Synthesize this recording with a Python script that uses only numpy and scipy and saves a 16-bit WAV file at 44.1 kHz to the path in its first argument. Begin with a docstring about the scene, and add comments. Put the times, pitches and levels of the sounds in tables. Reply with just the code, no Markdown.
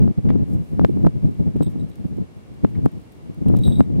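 """Belled hawk in windy dunes

Close to the microphone a hawk shifts on a gloved hand: its small bell jingles twice as a loose pellet
strikes the shell, feathers brush, talons tick and scrape. Gusts buffet the stereo microphone, pushing
its channels mostly in opposite directions; the hardest slam it into overload.
Farther off lies a faint, steady hush of air over grass."""
import sys
import numpy as np
from scipy.fft import rfft, irfft, next_fast_len
from scipy.io import wavfile
from scipy.ndimage import uniform_filter1d, map_coordinates

SR = 44100
rng = np.random.default_rng(int(sys.argv[2]) if len(sys.argv) > 2 else 0)


def master_out(mix):
    """Clip the mix to full scale and print it as 16-bit PCM to the path in sys.argv[1]."""
    frames = np.transpose(np.atleast_2d(mix))
    ceiling = np.clip(frames, -1, 1)
    pcm = np.round(ceiling * 32767).astype(np.int16)
    wavfile.write(sys.argv[1], SR, pcm)


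N = 176400


def amp(db):
    """Decibels to gain."""
    return 10 ** (np.asarray(db) / 20)


def unit(x):
    """Scaled to rms 1."""
    return x / np.sqrt(np.mean(x ** 2) + 1e-20)


def along(points, hz):
    """(Hz, value) points read on a log frequency axis."""
    point_hz, values = np.transpose(points)
    return np.interp(np.log(hz + 1), np.log(point_hz + 1), values)


def wobble(per_s):
    """A smooth random curve through per_s knots a second."""
    return map_coordinates(rng.standard_normal(4000), [np.arange(N) * per_s / SR], mode="mirror")


def filtered(x, response):
    """x shaped by a gain that depends on frequency."""
    size = next_fast_len(N + SR // 2)
    return irfft(rfft(x, size) * response(np.fft.rfftfreq(size, 1 / SR)), size)[..., :N]


def noise(spectrum):
    """Coloured mono noise of rms 1."""
    return unit(filtered(rng.standard_normal(N), lambda hz: amp(along(spectrum, hz))))


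def stereo_noise(spectrum, likeness):
    """Coloured noise of rms 1; likeness holds (Hz, left-right correlation) points."""
    def mid_side_gains(hz):
        angle = np.arccos(np.clip(along(likeness, hz), -1, 1)) / 2
        return amp(along(spectrum, hz)) * [np.cos(angle), np.sin(angle)]
    mid, side = filtered(rng.standard_normal((2, N)), mid_side_gains)
    return unit(np.array([mid + side, mid - side]))


def steady(x, samples):
    """Noise with its chance swells smoothed out."""
    power = uniform_filter1d(uniform_filter1d(x * x, samples), samples)
    return x / np.sqrt(np.abs(power) + 1e-6)


def add(out, start_s, sound):
    """Mix a sound in from start_s on."""
    part = out[..., round(start_s * SR):][..., :sound.shape[-1]]
    part += sound[..., :part.shape[-1]]


def rubs(rows):
    """The grainy envelope of short rubs, each a smooth rise and fall."""
    t = np.arange(N) / SR
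    swells = sum(amp(db) * np.exp(-((t - peak_s) / half_s) ** 2 / 2) for peak_s, half_s, db in rows)
    return swells * amp(1.47 * wobble(per_s=250))


def hawk_bell():
    """A pellet rings the shell, differently at each spot, and rolls on it; feathers damp the ring."""
    # The shell's modes. Each row: pitch in Hz, relative level in dB, free 60 dB ring time in seconds.
    modes = [(3420, -24, .09), (3562, -19, .16), (3670, -21, .1), (3756, -13, .14), (3820, 0, .17),
             (3851, -4, .14), (3984, -17, .1), (5875, -37, .2), (6650, -37, .2), (8335, -11, .28),
             (8550, -20, .16), (12700, -42, .15), (13970, -22, .19), (15740, -33, .2)]
    # The pellet's strikes. Each row: start in seconds, level in dB, share of the free ring time,
    # lift of the lowest modes in dB, lift of the upper modes in dB.
    strikes = [(1.623, -47, 0.12, 8, 12), (1.632, -53, 0.37, 17, 16.5), (1.646, -54, 0.34, 7, 11),
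               (1.664, -51, 0.21, 22, 10.5), (1.673, -60, .35, 24, -9), (1.796, -54, 0.23, 0, 7.5),
               (1.81, -56.5, .25, 0, -1), (1.915, -52, 0.082, 16, 7), (1.933, -59, .14, 18, -2),
               (3.56, -53, .12, 0, -8), (3.576, -51, .12, 0, 3), (3.596, -52, 0.11, 3, -4),
               (3.61, -53, 0.73, 4, -2), (3.6357, -33, 0.7, -10, -2), (3.652, -37.5, 0.64, 13, 1),
               (3.6672, -39.5, 1, 10, 9), (3.7205, -43.5, 1, 17, -1), (3.754, -45, 0.54, 14, 6),
               (3.772, -47.5, 0.65, 13, 6), (3.789, -55, 0.46, 5, 12.5), (3.805, -50, 0.21, -9, 8),
               (3.833, -51, 0.13, 5, -10)]
    attack_s, pitch_scatter = 0.00062, 0.0028
    click_db, click_t60 = -20, 0.006
    out, t = np.zeros((2, N)), np.arange(SR // 3) / SR
    hz, mode_db, t60 = np.transpose(modes)[:, :, None]
    lowest, upper = hz < 3700, hz > 5000
    for start_s, db, ring_share, low_db, upper_db in strikes:
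        scatter, offset, skew, detune = rng.standard_normal((4, len(modes), 1))
        start_db = db + mode_db + lowest * low_db + upper * upper_db + 0.93 * scatter
        envelope = amp(start_db - 60 * t / (t60 * ring_share)) * (1 - np.exp(-t / attack_s))
        phase = 2 * np.pi * hz * (1 + pitch_scatter * detune) * t + 0.76 * offset
        ring = np.array([(envelope * np.sin(phase + side * 0.3 * skew)).sum(0) for side in (1, -1)])
        click = amp(db + click_db - 60 * t / click_t60) * rng.standard_normal((2, len(t)))
        add(out, start_s, ring + click)
    rolling = 1 + 0.083 * wobble(per_s=150)
    return out * rolling * amp([[-2.5], [0.5]])  # a little to the right


def talon_ticks():
    """Talons and beak tick dryly on the glove, with tiny rustles between the larger moves."""
    # Taps on the glove. Each row: start in seconds, level in dB, time to fade 60 dB in seconds.
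    taps = [(0.85, -48, 0.016), (1.063, -40.5, 0.01), (1.565, -56, 0.043), (1.6305, -37.5, 0.013),
            (1.956, -45.5, 0.01), (2.169, -56, 0.02), (2.8564, -40, 0.013), (2.917, -54, 0.012),
            (3.12, -53, .025), (3.3453, -48.5, .01), (3.4836, -43, 0.018), (3.5535, -53, 0.0097),
            (3.564, -41, 0.011), (3.5696, -33, 0.0057), (3.588, -40.5, 0.014), (3.652, -51, .02)]
    # A tick's spectrum. Each row: frequency in Hz, relative density in dB.
    spectrum = [(500, -25), (3000, 5), (6000, -3.5), (9000, 3.5), (12000, 0), (16000, 0)]
    attack_s = 0.00035
    envelope, t = np.zeros(N), np.arange(SR // 10) / SR
    for start_s, db, t60 in taps:
        add(envelope, start_s, amp(db - 60 * t / t60) * (1 - np.exp(-t / attack_s)))
    fidget = amp(-76 + 3.5 * wobble(per_s=14) + 4 * wobble(per_s=160))
    return (envelope + fidget) * stereo_noise(spectrum, likeness=[(8000, 0.37)])


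def feather_brushes():
    """Feathers rub in soft, high whispers as the hawk shifts."""
    # Feather strokes. Each row: peak time in seconds, half length in seconds, level in dB.
    brushes = [(0.494, 0.017, -66), (0.537, 0.011, -60), (.68, 0.071, -68), (1.0, 0.025, -72),
               (1.71, 0.014, -64), (1.898, 0.009, -66), (2.075, .03, -70), (3.57, 0.18, -72),
               (3.668, 0.042, -65)]
    # The spectrum of rubbing feathers. Each row: frequency in Hz, relative density in dB.
    spectrum = [(1000, -32), (5000, -3), (9000, -1), (12000, 1.5), (16000, -8)]
    return rubs(brushes) * stereo_noise(spectrum, likeness=[(8000, 0.29)])


def glove_scrapes():
    """Short, raspy scrapes on the leather, dead centre."""
    # The scrapes. Each row: peak time in seconds, half length in seconds, level in dB.
    scrapes = [(.2915, 0.0017, -39.5), (.3045, 0.003, -41), (2.757, 0.0091, -56), (2.8, 0.0056, -64)]
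    # The spectrum of scraped leather. Each row: frequency in Hz, relative density in dB.
    spectrum = [(400, -15), (1000, 2), (1500, -4), (1850, 1), (2200, 4), (2600, -14), (3500, -11.5),
                (5000, -23.5), (12000, -36)]
    return rubs(scrapes) * noise(spectrum)


def wind_buffeting():
    """Gusts push the channels mostly in opposite directions; strong ones shed finer eddies."""
    # Wind pressure on the microphone. Each row: time in seconds, relative level in dB.
    gusts = [(0.0, -16.5), (0.01, -7), (0.115, -16.5), (0.15, -67), (0.184, -9), (0.22, -36), (0.253, -11),
             (0.371, -16), (0.384, -17.5), (0.435, -12.5), (0.447, -30), (0.559, -12.5), (0.574, -22),
             (0.609, -18.5), (0.673, -43), (0.738, -17), (0.768, -25), (0.796, -14), (0.853, -8.5),
             (0.883, -36.5), (0.893, -20), (1.029, -16.5), (1.072, -6), (1.115, -35), (1.165, -16),
             (1.205, -30.5), (1.25, -10), (1.342, -30), (1.382, -30), (1.401, -9.5), (1.447, -25.5),
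             (1.475, -11.5), (1.534, -35), (1.558, -11.5), (1.596, -24.5), (1.612, -8.5), (1.655, -30),
             (1.669, -12), (1.71, -28), (1.843, -19), (1.881, -38), (1.901, -27), (1.946, -49),
             (2.007, -23), (2.035, -37), (2.052, -13.5), (2.08, -37.5), (2.125, -21.5), (2.145, -29.5),
             (2.219, -17.5), (2.275, -56), (2.355, -50), (2.37, -30.5), (2.439, -59), (2.509, -34),
             (2.549, -38), (2.626, -36), (2.641, -9), (2.67, -27.5), (2.734, -28), (2.792, -13.5),
             (2.802, -28), (2.862, -8.5), (2.908, -49), (2.927, -30.5), (2.978, -27), (3.048, -61),
             (3.193, -46), (3.268, -33), (3.283, -40), (3.299, -23), (3.357, -54), (3.384, -22.5),
             (3.402, -37), (3.42, -15.5), (3.449, -31.5), (3.465, -10.5), (3.612, -13.5), (3.637, -19.5),
             (3.68, -8.5), (3.749, -19), (3.809, -7.5), (3.834, -26.5), (3.996, -12.5)]
    # Spectra of the opposing turbulence, the part both channels feel alike, and the finer eddies.
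    # Each row: frequency in Hz, relative density in dB.
    opposed_spectrum = [(15, -49), (25, -27), (55, -10), (105, 2), (195, 2), (340, -14), (510, -25),
                        (850, -39), (1200, -52), (3000, -74), (8000, -100)]
    shared_spectrum = [(15, -30), (25, -30), (55, -9.5), (105, 3), (200, 2.5), (340, -8.5), (510, -19),
                       (850, -31.5), (1200, -45.5), (3000, -51.5), (8000, -100)]
    eddy_spectrum = [(40, 18), (150, 18), (300, 5), (600, -7), (1000, -26), (2000, -38), (5000, -48.5),
                     (12000, -91)]
    left_lean, strong_gust_db, eddy_growth = 0.084, -10, 1.51  # growth in eddy dB per gust dB
    gust_db = np.interp(np.arange(N) / SR, *np.transpose(gusts))
    push_pull = np.array([[left_lean + 1], [left_lean - 1]])
    opposed = amp(-1) * steady(noise(opposed_spectrum), samples=500) * push_pull
    shared = amp(-15) * steady(noise(shared_spectrum), samples=500)
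    eddy_db = -30 + eddy_growth * (gust_db - strong_gust_db) + 3 * wobble(per_s=90)
    eddies = amp(eddy_db) * stereo_noise(eddy_spectrum, likeness=[(300, -0.59), (900, 0.4)])
    return amp(gust_db) * (opposed + shared) + eddies


def wind_slams():
    """Pressure swings with a steep front in the middle, where the microphone knocks and cracks."""
    # Pressure slams. Each row: time of the front in seconds, strength in dB, swing rate in Hz,
    # steepness of the front in Hz, left over right in dB, level of the hollow knock in dB.
    slams = [(.012, -9, 209, 400, 12, -36), (0.0783, -6.5, 207, 350, 3, -27),
             (0.259, -12, 214, 250, -1.5, -42), (0.3043, -8.5, 213, 506, 4.5, -21),
             (.358, -2.5, 251, 255, 3.5, -33.5), (0.7956, -5.5, 232, 920, 4.5, -16.5),
             (0.8153, -6, 221, 350, -0.5, -27), (0.847, 0, 243, 890, 1, -36), (.8488, 0, 216, 1350, 1, -13),
             (.896, -6, 313, 200, -4.5, -48), (0.973, -8, 244, 300, -4, -36),
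             (1.044, -1.5, 192, 300, -2, -37), (1.0501, -5.5, 175, 500, -7, -26),
             (1.0668, -8.5, 200, 910, 5.5, -18.5), (1.07, -3.5, 241, 810, -3, -16),
             (1.252, -7.5, 200, 180, -7, -42), (1.56, -4, 241, 120, -4, -52),
             (1.6083, -4.5, 228, 505, 5, -27.5), (1.626, -10.5, 250, 400, 3, -30.5),
             (1.759, -11, 230, 200, -4, -44), (2.053, -7, 190, 120, -5.5, -66),
             (2.185, -14, 295, 201, -5, -44), (2.6484, -3, 257, 970, 4.5, -18.5),
             (2.8585, -13, 203, 600, 3.5, -25.5), (2.861, -4, 222, 830, 1, -16.5),
             (3.462, -8.5, 220, 300, 2.5, -34), (3.502, -3, 198, 400, 5, -34),
             (3.5399, -9.5, 213, 550, 9, -39), (3.549, -14, 207, 400, 5.5, -26),
             (3.68, -12, 200, 500, 1.5, -28.5), (3.795, -8.5, 171, 350, 5, -28.5),
             (3.8066, -1, 224, 1000, 1, -13), (3.903, -13, 219, 251, 6.5, -44)]
    fade_s, right_lag_s = 0.0049, 0.00003
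    out, half = np.zeros((2, N)), SR // 50
    t = np.arange(-half, half) / SR - np.array([[0], [right_lag_s]])

    def blip(hz, narrowness):
        return np.real((1 - 2j * np.pi * hz * t / narrowness) ** -(narrowness + 1))
    knock = blip(hz=560, narrowness=2.88) + amp(-20) * blip(hz=3200, narrowness=3)  # thin crack on top
    for front_s, db, swing_hz, front_hz, pan_db, knock_db in slams:
        front = 2 / np.pi * np.arctan(2 * np.pi * front_hz * t)
        swing = front * np.exp(-np.abs(t) / fade_s) * np.cos(2 * np.pi * swing_hz * t)
        push_pull = np.array([[amp(db + pan_db / 2)], [-amp(db - pan_db / 2)]])
        add(out, front_s - half / SR, swing * push_pull + amp(knock_db) * knock)
    return out


def distant_air():
    """Air over the grass: a steady hush that swells slightly with the breeze."""
    # The spectrum of the hush. Each row: frequency in Hz, relative density in dB.
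    spectrum = [(20, -43), (60, -2), (110, 2), (190, -4.5), (280, -2.5), (380, -7.5), (450, -10.5),
                (800, -18), (1500, -26), (1950, -27.5), (2300, -25), (2550, -31.5), (2725, -25.5),
                (2900, -30.5), (4000, -33.5), (6500, -39), (9200, -39.5), (12000, -44.5), (16000, -59)]
    # Its stereo spread. Each row: frequency in Hz, left-right correlation.
    likeness = [(60, 0.35), (130, -0.41), (290, 0.092), (640, -0.12), (1400, -0.51), (3100, -0.22),
                (15000, -0.14)]
    return amp(-44.5 + 0.2 * wobble(per_s=3.87)) * stereo_noise(spectrum, likeness)


def scene():
    """Wind right on the microphone, the hawk close by, the hush beyond."""
    wind = wind_buffeting() + wind_slams()
    hawk = hawk_bell() + talon_ticks() + feather_brushes() + glove_scrapes()
    return wind + hawk + distant_air()


def record(dry):
    """The microphone saturates on the slams; nothing is kept above the band limit."""
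    ceiling, hardness, top_hz = 1.02, 7, 15900
    saturated = dry / (1 + np.abs(dry / ceiling) ** hardness) ** (1 / hardness)
    return filtered(saturated, lambda hz: hz < top_hz)


dry = scene()
out = record(dry)
master_out(out)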